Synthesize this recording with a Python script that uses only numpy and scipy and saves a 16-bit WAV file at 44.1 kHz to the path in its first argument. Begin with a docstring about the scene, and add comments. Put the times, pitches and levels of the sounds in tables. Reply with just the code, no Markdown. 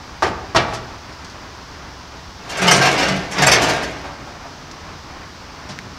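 """Caged plastic tank on asphalt

An empty tank in a steel cage lands with two clanks, then is pivoted in two shoves.
Its steel pallet grinds, judders and squeals over grit; the cage rings, the plastic walls boom.
Shoes scuff, a palm thuds on the tank, the cage snaps once.
A walled yard echoes it all, over far traffic, a low hum and hiss."""
import sys
import numpy as np
from scipy import signal
from scipy.fft import rfft, irfft
from scipy.io import wavfile
from scipy.ndimage import uniform_filter1d

SR = 44100
rng = np.random.default_rng(int(sys.argv[2]) if len(sys.argv) > 2 else 0)


def digitize_waveform(pressure):
    """Quantize a signal to 16-bit integers and store it at the path in sys.argv[1].

    Rows of a 2-D input are taken as channels; values are limited to [-1, 1].
    """
    field = np.atleast_2d(pressure).T
    bounded = np.clip(field, -1, 1)
    quanta = np.round(bounded * 32767).astype(np.int16)
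    wavfile.write(sys.argv[1], SR, quanta)


N = 263718
TIME_S = np.arange(N) / SR

# far traffic and leaves: f/Hz, level/dB
TRAFFIC_SPECTRUM = [(12, -41), (20, -9), (75, -1.5), (147, -6), (177, -5), (214, -9.5), (253, -7.5),
                    (505, -12.5), (927, -9), (1010, -8), (2480, -18), (3000, -25), (3900, -29),
                    (6600, -120)]
# distant hiss: f/Hz, level/dB
HISS_SPECTRUM = [(1800, -47), (2800, 0), (3700, -0.5), (5000, 3.5), (6000, 0), (7000, -8.5), (8200, -16.5),
                 (10000, -22.5), (15500, -24.5)]
# blows on pallet and cage: t/s, level/dB, treble corner/Hz, rattle decay/s
KNOCKS = [(0.2234, -15, 1350, 0.0021), (0.2275, -14, 1480, 0.011), (0.245, -25, 2000, 0.011),
          (0.264, -20.5, 950, 0.019), (0.548, -14, 1200, 0.01), (0.5603, -10, 3450, 0.007),
          (0.596, -22, 1700, 0.03), (0.673, -30, 980, 0.09), (0.719, -27.5, 1180, 0.03),
          (0.736, -29.5, 9000, 0.014), (4.042, -30, 1380, 0.06), (4.266, -34, 1210, 0.037),
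          (4.444, -36.5, 1110, 0.076), (5.688, -33, 6240, 0.024)]
# hard blow: f/Hz, level/dB
BLOW_SPECTRUM = [(30, -17), (65, 1.5), (150, -3), (260, -1.5), (500, -0.5), (720, 4), (950, 0.5), (1300, 1),
                 (2200, -4), (3800, -3.5), (5600, -1), (8000, -11), (15000, -22)]
# dense ring of the tubes: f/Hz, t60/s
TUBE_DECAY = [(60, 1), (250, 0.31), (800, 0.13), (2500, 0.22), (6000, 0.13), (14000, 0.037)]
# cage and pallet modes: f/Hz, lift when struck/dB, lift when scraped/dB, t60/s
CAGE_MODES = [(64, 1, 5, .35), (142, 2, 3, .3), (183, 2, 3, .3), (284, 0, 3, .3), (366, 3, 0, .3),
              (628, 0, 5, .25), (650, 0, 4, .25), (694, 6, 6, .3), (878, 3, 4, .25), (958, 4, 0, .15),
              (1147, 5, 1, .21), (1233, 3, 1, .12), (1594, 0, 8, .3), (1765, 3, 1, .25), (1797, 0, 3, .3),
              (2160, 0, 3, .25), (2211, 0, 4, .25), (2373, 1, 3, .2), (2827, -1, 5, .3), (3014, 0, 3, .2),
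              (4245, 0, 3, .2), (5060, 1, 3, .15), (5512, 1, 3, .15), (6140, -1, 6, .15), (7480, 0, 5, .1),
              (7585, 0, 4, .1), (8936, 1, 5, .1), (9118, 0, 6, .15)]
# yard reverberation: f/Hz, t60/s
YARD_DECAY = [(60, 1.0), (700, 0.64), (2500, 0.66), (6000, 0.51), (14000, 0.11)]
# shoes on grit: t/s, level/dB, decay/s
SCUFFS = [(1.125, -45, .015), (1.246, -40.5, .015), (1.298, -43, 0.024), (1.712, -51, .008),
          (4.014, -47, .002), (4.713, -39.5, 0.0071)]
# scuff: f/Hz, level/dB
SCUFF_SPECTRUM = [(300, 0), (2000, -2), (5500, 12), (8500, -7), (15000, -27)]
# pallet catches and jumps: t/s, peak level/dB, screech level before trim/dB, decay/s
SLIPS = [(2.492, -15, -34.5, 0.022), (2.569, -13, -31.5, 0.011), (2.617, -4.5, -27, 0.014),
         (2.675, 1.5, -22, 0.0086), (2.708, 4.5, -15.5, 0.0092), (2.737, -3.5, -28, .008),
         (2.759, -10, -24.5, 0.012), (2.811, -0.5, -26.5, 0.039), (2.855, -1, -26.5, 0.014),
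         (2.977, -4.5, -28.5, 0.035), (3.025, -3.5, -32, 0.013), (3.08, -7.5, -31, 0.0095),
         (3.159, -18, -39, 0.0098), (3.311, -14, -32.5, 0.023), (3.381, -4.5, -33, 0.0074),
         (3.419, 2, -19.5, 0.0085), (3.465, 4, -18, 0.012), (3.514, 4, -17.5, 0.012),
         (3.542, -2.5, -28, 0.0074), (3.615, -5.5, -25, 0.026), (3.689, -6.5, -28.5, 0.014),
         (3.827, -11.5, -35, 0.012)]
# body of a slip: f/Hz, level/dB
SLIP_SPECTRUM = [(60, -31), (250, -6.5), (650, 7.5), (1000, 2.5), (1900, 5.5), (3000, 0.5), (4100, -3.5),
                 (4600, 0), (4950, -2.5), (5350, 1.5), (6200, -10.5), (6900, -11.5), (9000, -33),
                 (15000, -51)]
# screech of steel on grit: f/Hz, level/dB
SCREECH_SPECTRUM = [(4000, -24.5), (6100, 5), (6950, 1.5), (7500, 1), (8200, -5.5), (8900, -5), (9500, -7),
                    (10100, -14), (11100, -10.5), (11900, -14), (12500, -17), (13200, -22), (15500, -26)]
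# shoves: full force t/s, release t/s, level/dB, build-up/(dB/s)
SHOVES = [(2.639, 3.073, -17, 128), (3.398, 3.705, -17, 182)]
# grinding: f/Hz, level/dB
GRIND_SPECTRUM = [(30, -49), (60, -4.5), (135, -4), (220, -5.5), (290, 3.5), (500, -2), (700, 2.5),
                  (1000, -3), (1800, -1.5), (3900, -10.5), (5600, -12), (7000, -21.5), (10000, -34.5),
                  (15500, -45)]
# plastic wall modes, lower then upper: f/Hz, width/Hz
WALL_MODES = [(142, 11.4), (182, 22.74)]
# tank starts or stops: t/s, upper mode level/dB, lower mode level/dB, swell/s, lower mode lag/s
LURCHES = [(2.595, -20, -26, 0.063, 0.11), (3.065, -24, -29.5, 0.052, .005), (3.36, -27, -24, 0.043, 0.025)]
# steel foot sings: t/s, f/Hz, level/dB, length/s
SQUEALS = [(2.678, 2160, -17.5, 0.031), (2.675, 2850, -16.5, 0.025), (2.676, 3040, -15.5, 0.025),
           (2.677, 5320, -25, 0.02), (2.708, 6130, -23, 0.021), (2.709, 8760, -30.5, 0.074),
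           (2.804, 1590, -18, 0.042), (3.465, 7500, -19.5, 0.012), (3.466, 8950, -27, 0.017),
           (3.517, 6210, -21.5, 0.039)]
# palm on plastic: f/Hz, level/dB
THUD_SPECTRUM = [(40, -15), (80, 6), (170, 5), (280, -0.5), (600, -28), (3000, -57)]
# cage snap: f/Hz, level/dB
SNAP_SPECTRUM = [(300, -25), (1100, -18), (1500, 0), (2200, 0), (2800, -12), (5500, -13), (9000, -27),
                 (15000, -42)]


def amp(db):
    """Decibels to gain."""
    return 10 ** (np.asarray(db) / 20)


def unit(x):
    """Scale to rms 1."""
    return x / np.sqrt(np.mean(x ** 2) + 1e-20)


def at_level(x, db):
    """Scale the loudest moment to an rms level."""
    return x * amp(db) / np.sqrt(uniform_filter1d(x ** 2, 600, mode="constant").max() + 1e-20)


def curve_at(points, hz):
    """Interpolate over log frequency."""
    point_hz, value = np.transpose(points)
    return np.interp(np.log(hz + 1), np.log(point_hz + 1), value)


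def add(mix, start_s, sound):
    """Mix a sound in."""
    part = mix[round(start_s * SR):][:len(sound)]
    part += sound[:len(part)]


def colour(x, spectrum, size=4096):
    """Minimum-phase filter with the given spectrum."""
    gain_db = curve_at(spectrum, abs(np.fft.fftfreq(size, 1 / SR)))
    log_gain = np.log(amp(np.maximum(gain_db, -100)))
    taps = np.fft.ifft(np.exp(np.conj(signal.hilbert(log_gain)))).real
    return signal.oaconvolve(x, taps[:size // 2])[:len(x)]


def lowpass(x, hz, order=2):
    """Cut treble above hz."""
    return signal.sosfilt(signal.butter(order, min(hz, SR / 2 - 1), fs=SR, output="sos"), x)


def wavering(hz, width_hz):
    """Tone of rms 1, its line widened by random drift."""
    drift = unit(lowpass(rng.standard_normal(N), width_hz))
    return np.sqrt(2) * np.sin(2 * np.pi * np.cumsum(hz + .5 * width_hz * drift) / SR)


def dying_noise(decays, size):
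    """Dense response of energy 1, shared evenly by bands that each have their own t60."""
    hz, t, bands = signal.stft(rng.standard_normal(size), SR, nperseg=256)
    t60_s = curve_at(decays, hz)[:, None]
    tail = signal.istft(bands * np.exp(-np.log(1000) * t / t60_s) / np.sqrt(t60_s), SR)[1][:size]
    return tail / np.linalg.norm(tail)


def flattened(x, bins):
    """Level broad spectral humps, keep the fine ripple."""
    spectrum = rfft(x, 2 * len(x))
    power = uniform_filter1d(abs(spectrum) ** 2, bins)
    return irfft(spectrum / np.sqrt(abs(power) + 1e-12))[:len(x)]


def contacts(size, per_s, spread_db):
    """Random train of tiny collisions, a few much harder than the rest."""
    strengths = amp(spread_db * np.minimum(rng.exponential(1, size), 4))
    return strengths * rng.choice([-1, 1], size) * (rng.random(size) < per_s / SR)


def background(traffic_db=-37, hiss_db=-44.5, hum_db=-48, waver_db=-1.1):
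    """Wavering far traffic, even hiss, fuzzy low hum."""
    swell = amp(waver_db * unit(lowpass(rng.standard_normal(N), hz=6.5)))
    traffic = amp(traffic_db) * unit(colour(rng.standard_normal(N), TRAFFIC_SPECTRUM)) * swell
    hiss = amp(hiss_db) * unit(colour(rng.standard_normal(N), HISS_SPECTRUM))
    return traffic + hiss + amp(hum_db) * wavering(hz=66, width_hz=23.4)


def cage_response(scraped, size=16384):
    """Direct impulse plus strong modes; blows and sideways scrapes favour different ones."""
    t = np.arange(size) / SR
    response = signal.unit_impulse(size)
    for hz, struck_db, scraped_db, t60_s in CAGE_MODES:
        decay_per_s = np.log(1000) / t60_s
        lift = amp(scraped_db if scraped else struck_db) - 1
        response += lift * 2 * decay_per_s / SR * np.exp(-decay_per_s * t) * np.cos(2 * np.pi * hz * t)
    return response


def clatter(decay_s, first, direct, per_s, size=12288):
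    """A first contact and its fading rattle ring the tubes; a share is heard directly."""
    force = contacts(size, per_s, spread_db=2.13) * np.exp(-np.arange(size) / SR / decay_s)
    force[0] += first
    ring = signal.fftconvolve(force, dying_noise(TUBE_DECAY, size))[:size]
    return flattened(ring + direct * force, bins=200)


def knocks(cage, crunch_share=.11):
    """The pallet lands and rocks. Soft blows lose treble; grit underfoot keeps a little."""
    out = np.zeros(N)
    for start_s, db, corner_hz, decay_s in KNOCKS:
        blow = colour(clatter(decay_s, first=2.46, direct=0.3, per_s=2400), BLOW_SPECTRUM)
        treble = blow - lowpass(blow, corner_hz, order=1)
        crunch = lowpass(treble, hz=7000, order=1)
        add(out, start_s, at_level(lowpass(blow, corner_hz) - crunch_share * crunch, db))
    return signal.oaconvolve(out, cage)[:N]


def yard(x, wet_db=-14, build_s=0.062):
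    """Gates and fences return a late, dull wash."""
    tail = dying_noise(YARD_DECAY, size=44032)
    tail *= 1 - np.exp(-(TIME_S[:len(tail)] / build_s) ** 2)
    wash = signal.oaconvolve(x, tail / np.linalg.norm(tail))[:N]
    return x + amp(wet_db) * lowpass(wash, hz=2100, order=1)


def scuffs(size=8192):
    """Shoes crunch on grit."""
    out = np.zeros(N)
    for start_s, db, decay_s in SCUFFS:
        grains = contacts(size, per_s=4600, spread_db=3.3) * np.exp(-TIME_S[:size] / decay_s)
        add(out, start_s, at_level(colour(grains, SCUFF_SPECTRUM), db))
    return out


def rasp(decay_s, rise_s, ripple=0.69, size=220):
    """Fast-building burst of contacts, coloured by first echoes along the tube."""
    echoes = ripple * unit(rng.standard_normal(size)) * np.linspace(1, 0, size) * np.sqrt(3 / size)
    echoes[0] = 1
    burst = signal.fftconvolve(clatter(decay_s, first=1.0, direct=0.24, per_s=4000), echoes)
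    return burst * (1 - 0.48 * np.exp(-TIME_S[:len(burst)] / rise_s))


def slips(cage, crest_db=14.5, screech_trim_db=-1):
    """The steel foot catches on a stone and lets go with a bright rasp."""
    out = np.zeros(N)
    for start_s, peak_db, screech_db, decay_s in SLIPS:
        burst = rasp(decay_s, rise_s=.3 * decay_s)
        add(out, start_s, at_level(colour(burst, SLIP_SPECTRUM), peak_db - crest_db))
        add(out, start_s, at_level(colour(burst, SCREECH_SPECTRUM), screech_db + screech_trim_db))
    return signal.oaconvolve(out, cage)[:N]


def effort_db(sag_db_per_s=9, coast_db_per_s=67.5):
    """Each shove builds and slowly tires; then the tank coasts to a stop."""
    shoves = []
    for full_s, release_s, db, build_db_per_s in SHOVES:
        build_db = build_db_per_s * np.maximum(full_s - TIME_S, 0)
        sag_db = sag_db_per_s * np.clip(TIME_S - full_s, 0, release_s - full_s)
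        coast_db = coast_db_per_s * np.maximum(TIME_S - release_s, 0)
        shoves.append(db - build_db - sag_db - coast_db)
    return np.max(shoves, axis=0)


def pallet_ring(force, direct=0.34, shift_hz=2.3, points=6):
    """The load cycles over the pallet's contact points, each with its own dense ring."""
    out = np.zeros(N)
    for k in range(points):
        distance = abs((TIME_S * shift_hz - k / points + .5) % 1 - .5) * points
        share = np.cos(np.pi / 2 * np.minimum(distance / 2, 1)) / np.sqrt(2)  # squares sum to 1
        body = dying_noise(TUBE_DECAY, size=16384)
        body[0] += direct
        out += signal.oaconvolve(force * share, flattened(body, bins=70))[:N]
    return out


def grinding(cage, bite_db=-2.5, bite_db_per_db=-0.16, ticks_db=-22):
    """Grit is crushed under the pallet; a harder push is louder, its treble rising a little less."""
    push_db = effort_db()
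    force = colour(contacts(N, per_s=2600, spread_db=4), GRIND_SPECTRUM)
    force /= np.sqrt(abs(uniform_filter1d(force ** 2, size=2200)) + 1e-12)  # steady load, uneven grains
    dull = lowpass(force, hz=4100, order=1)
    treble_db = bite_db + bite_db_per_db * (push_db - push_db.max())
    force = dull + (force - dull) * amp(treble_db)
    ticks = amp(ticks_db) * unit(colour(contacts(N, per_s=90, spread_db=4), SCREECH_SPECTRUM))
    return signal.oaconvolve(pallet_ring((force + ticks) * amp(push_db)), cage)[:N]


def wall_boom(follow_db=-18):
    """Plastic panels drone under the drag and boom at each lurch, upper mode first."""
    lower = upper = amp(effort_db() + follow_db)
    for start_s, upper_db, lower_db, swell_s, lag_s in LURCHES:
        upper = upper + amp(upper_db) * swing(start_s, swell_s)
        lower = lower + amp(lower_db) * swing(start_s + lag_s, swell_s)
    return sum(level * wavering(*mode) for level, mode in zip((lower, upper), WALL_MODES))


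def swing(start_s, swell_s):
    """Wall envelope: reaches 1 after swell_s, then dies."""
    age = np.maximum(TIME_S - start_s, 0) / swell_s
    return (age * np.exp(1 - age)) ** 2


def squeals(drift_share=70 / 6000, roughness=0.41, size=8192):
    """Stick-slip locks onto one mode: a rough tone that swells fast and rings out."""
    out = np.zeros(N)
    for start_s, hz, db, length_s in SQUEALS:
        drift, flutter = (unit(lowpass(noise, hz=240)) for noise in rng.standard_normal((2, size)))
        tone = np.sin(2 * np.pi * np.cumsum(hz * (1 + drift_share * drift)) / SR)
        age = 3 * TIME_S[:size] / length_s
        add(out, start_s, at_level(tone * (1 + roughness * flutter) * age * np.exp(-age), db))
    return out


def palm_thud(start_s=5.695, db=-32.5, decay_s=0.12, size=16384):
    """A palm pushes the plastic wall; only low modes answer."""
    push = rng.standard_normal(size) * np.exp(-TIME_S[:size] / decay_s)
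    out = np.zeros(N)
    add(out, start_s, at_level(colour(push, THUD_SPECTRUM), db))
    return out


def cage_snap(start_s=5.7892, db=-31.5, bounce_s=0.0044):
    """One dry snap of the cage and its reflection off the ground."""
    snap = at_level(colour(signal.unit_impulse(8192), SNAP_SPECTRUM), db)
    out = np.zeros(N)
    add(out, start_s, snap)
    add(out, start_s + bounce_s, 0.28 * snap)
    return out


def scene():
    """Tank and handler in the yard, mono."""
    struck, scraped = cage_response(scraped=False), cage_response(scraped=True)
    tank = knocks(struck) + slips(scraped) + grinding(scraped) + squeals() + wall_boom() + palm_thud()
    return (yard(tank + scuffs() + cage_snap()) + background())[None]


def record(dry, edge_hz=15750):
    """Clip at full scale, then band-limit."""
    taps = signal.firwin(511, edge_hz, window=("kaiser", 9), fs=SR)
    return signal.oaconvolve(np.clip(dry, -1, 1), taps[None], "same")


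dry = scene()
out = record(dry)
digitize_waveform(out)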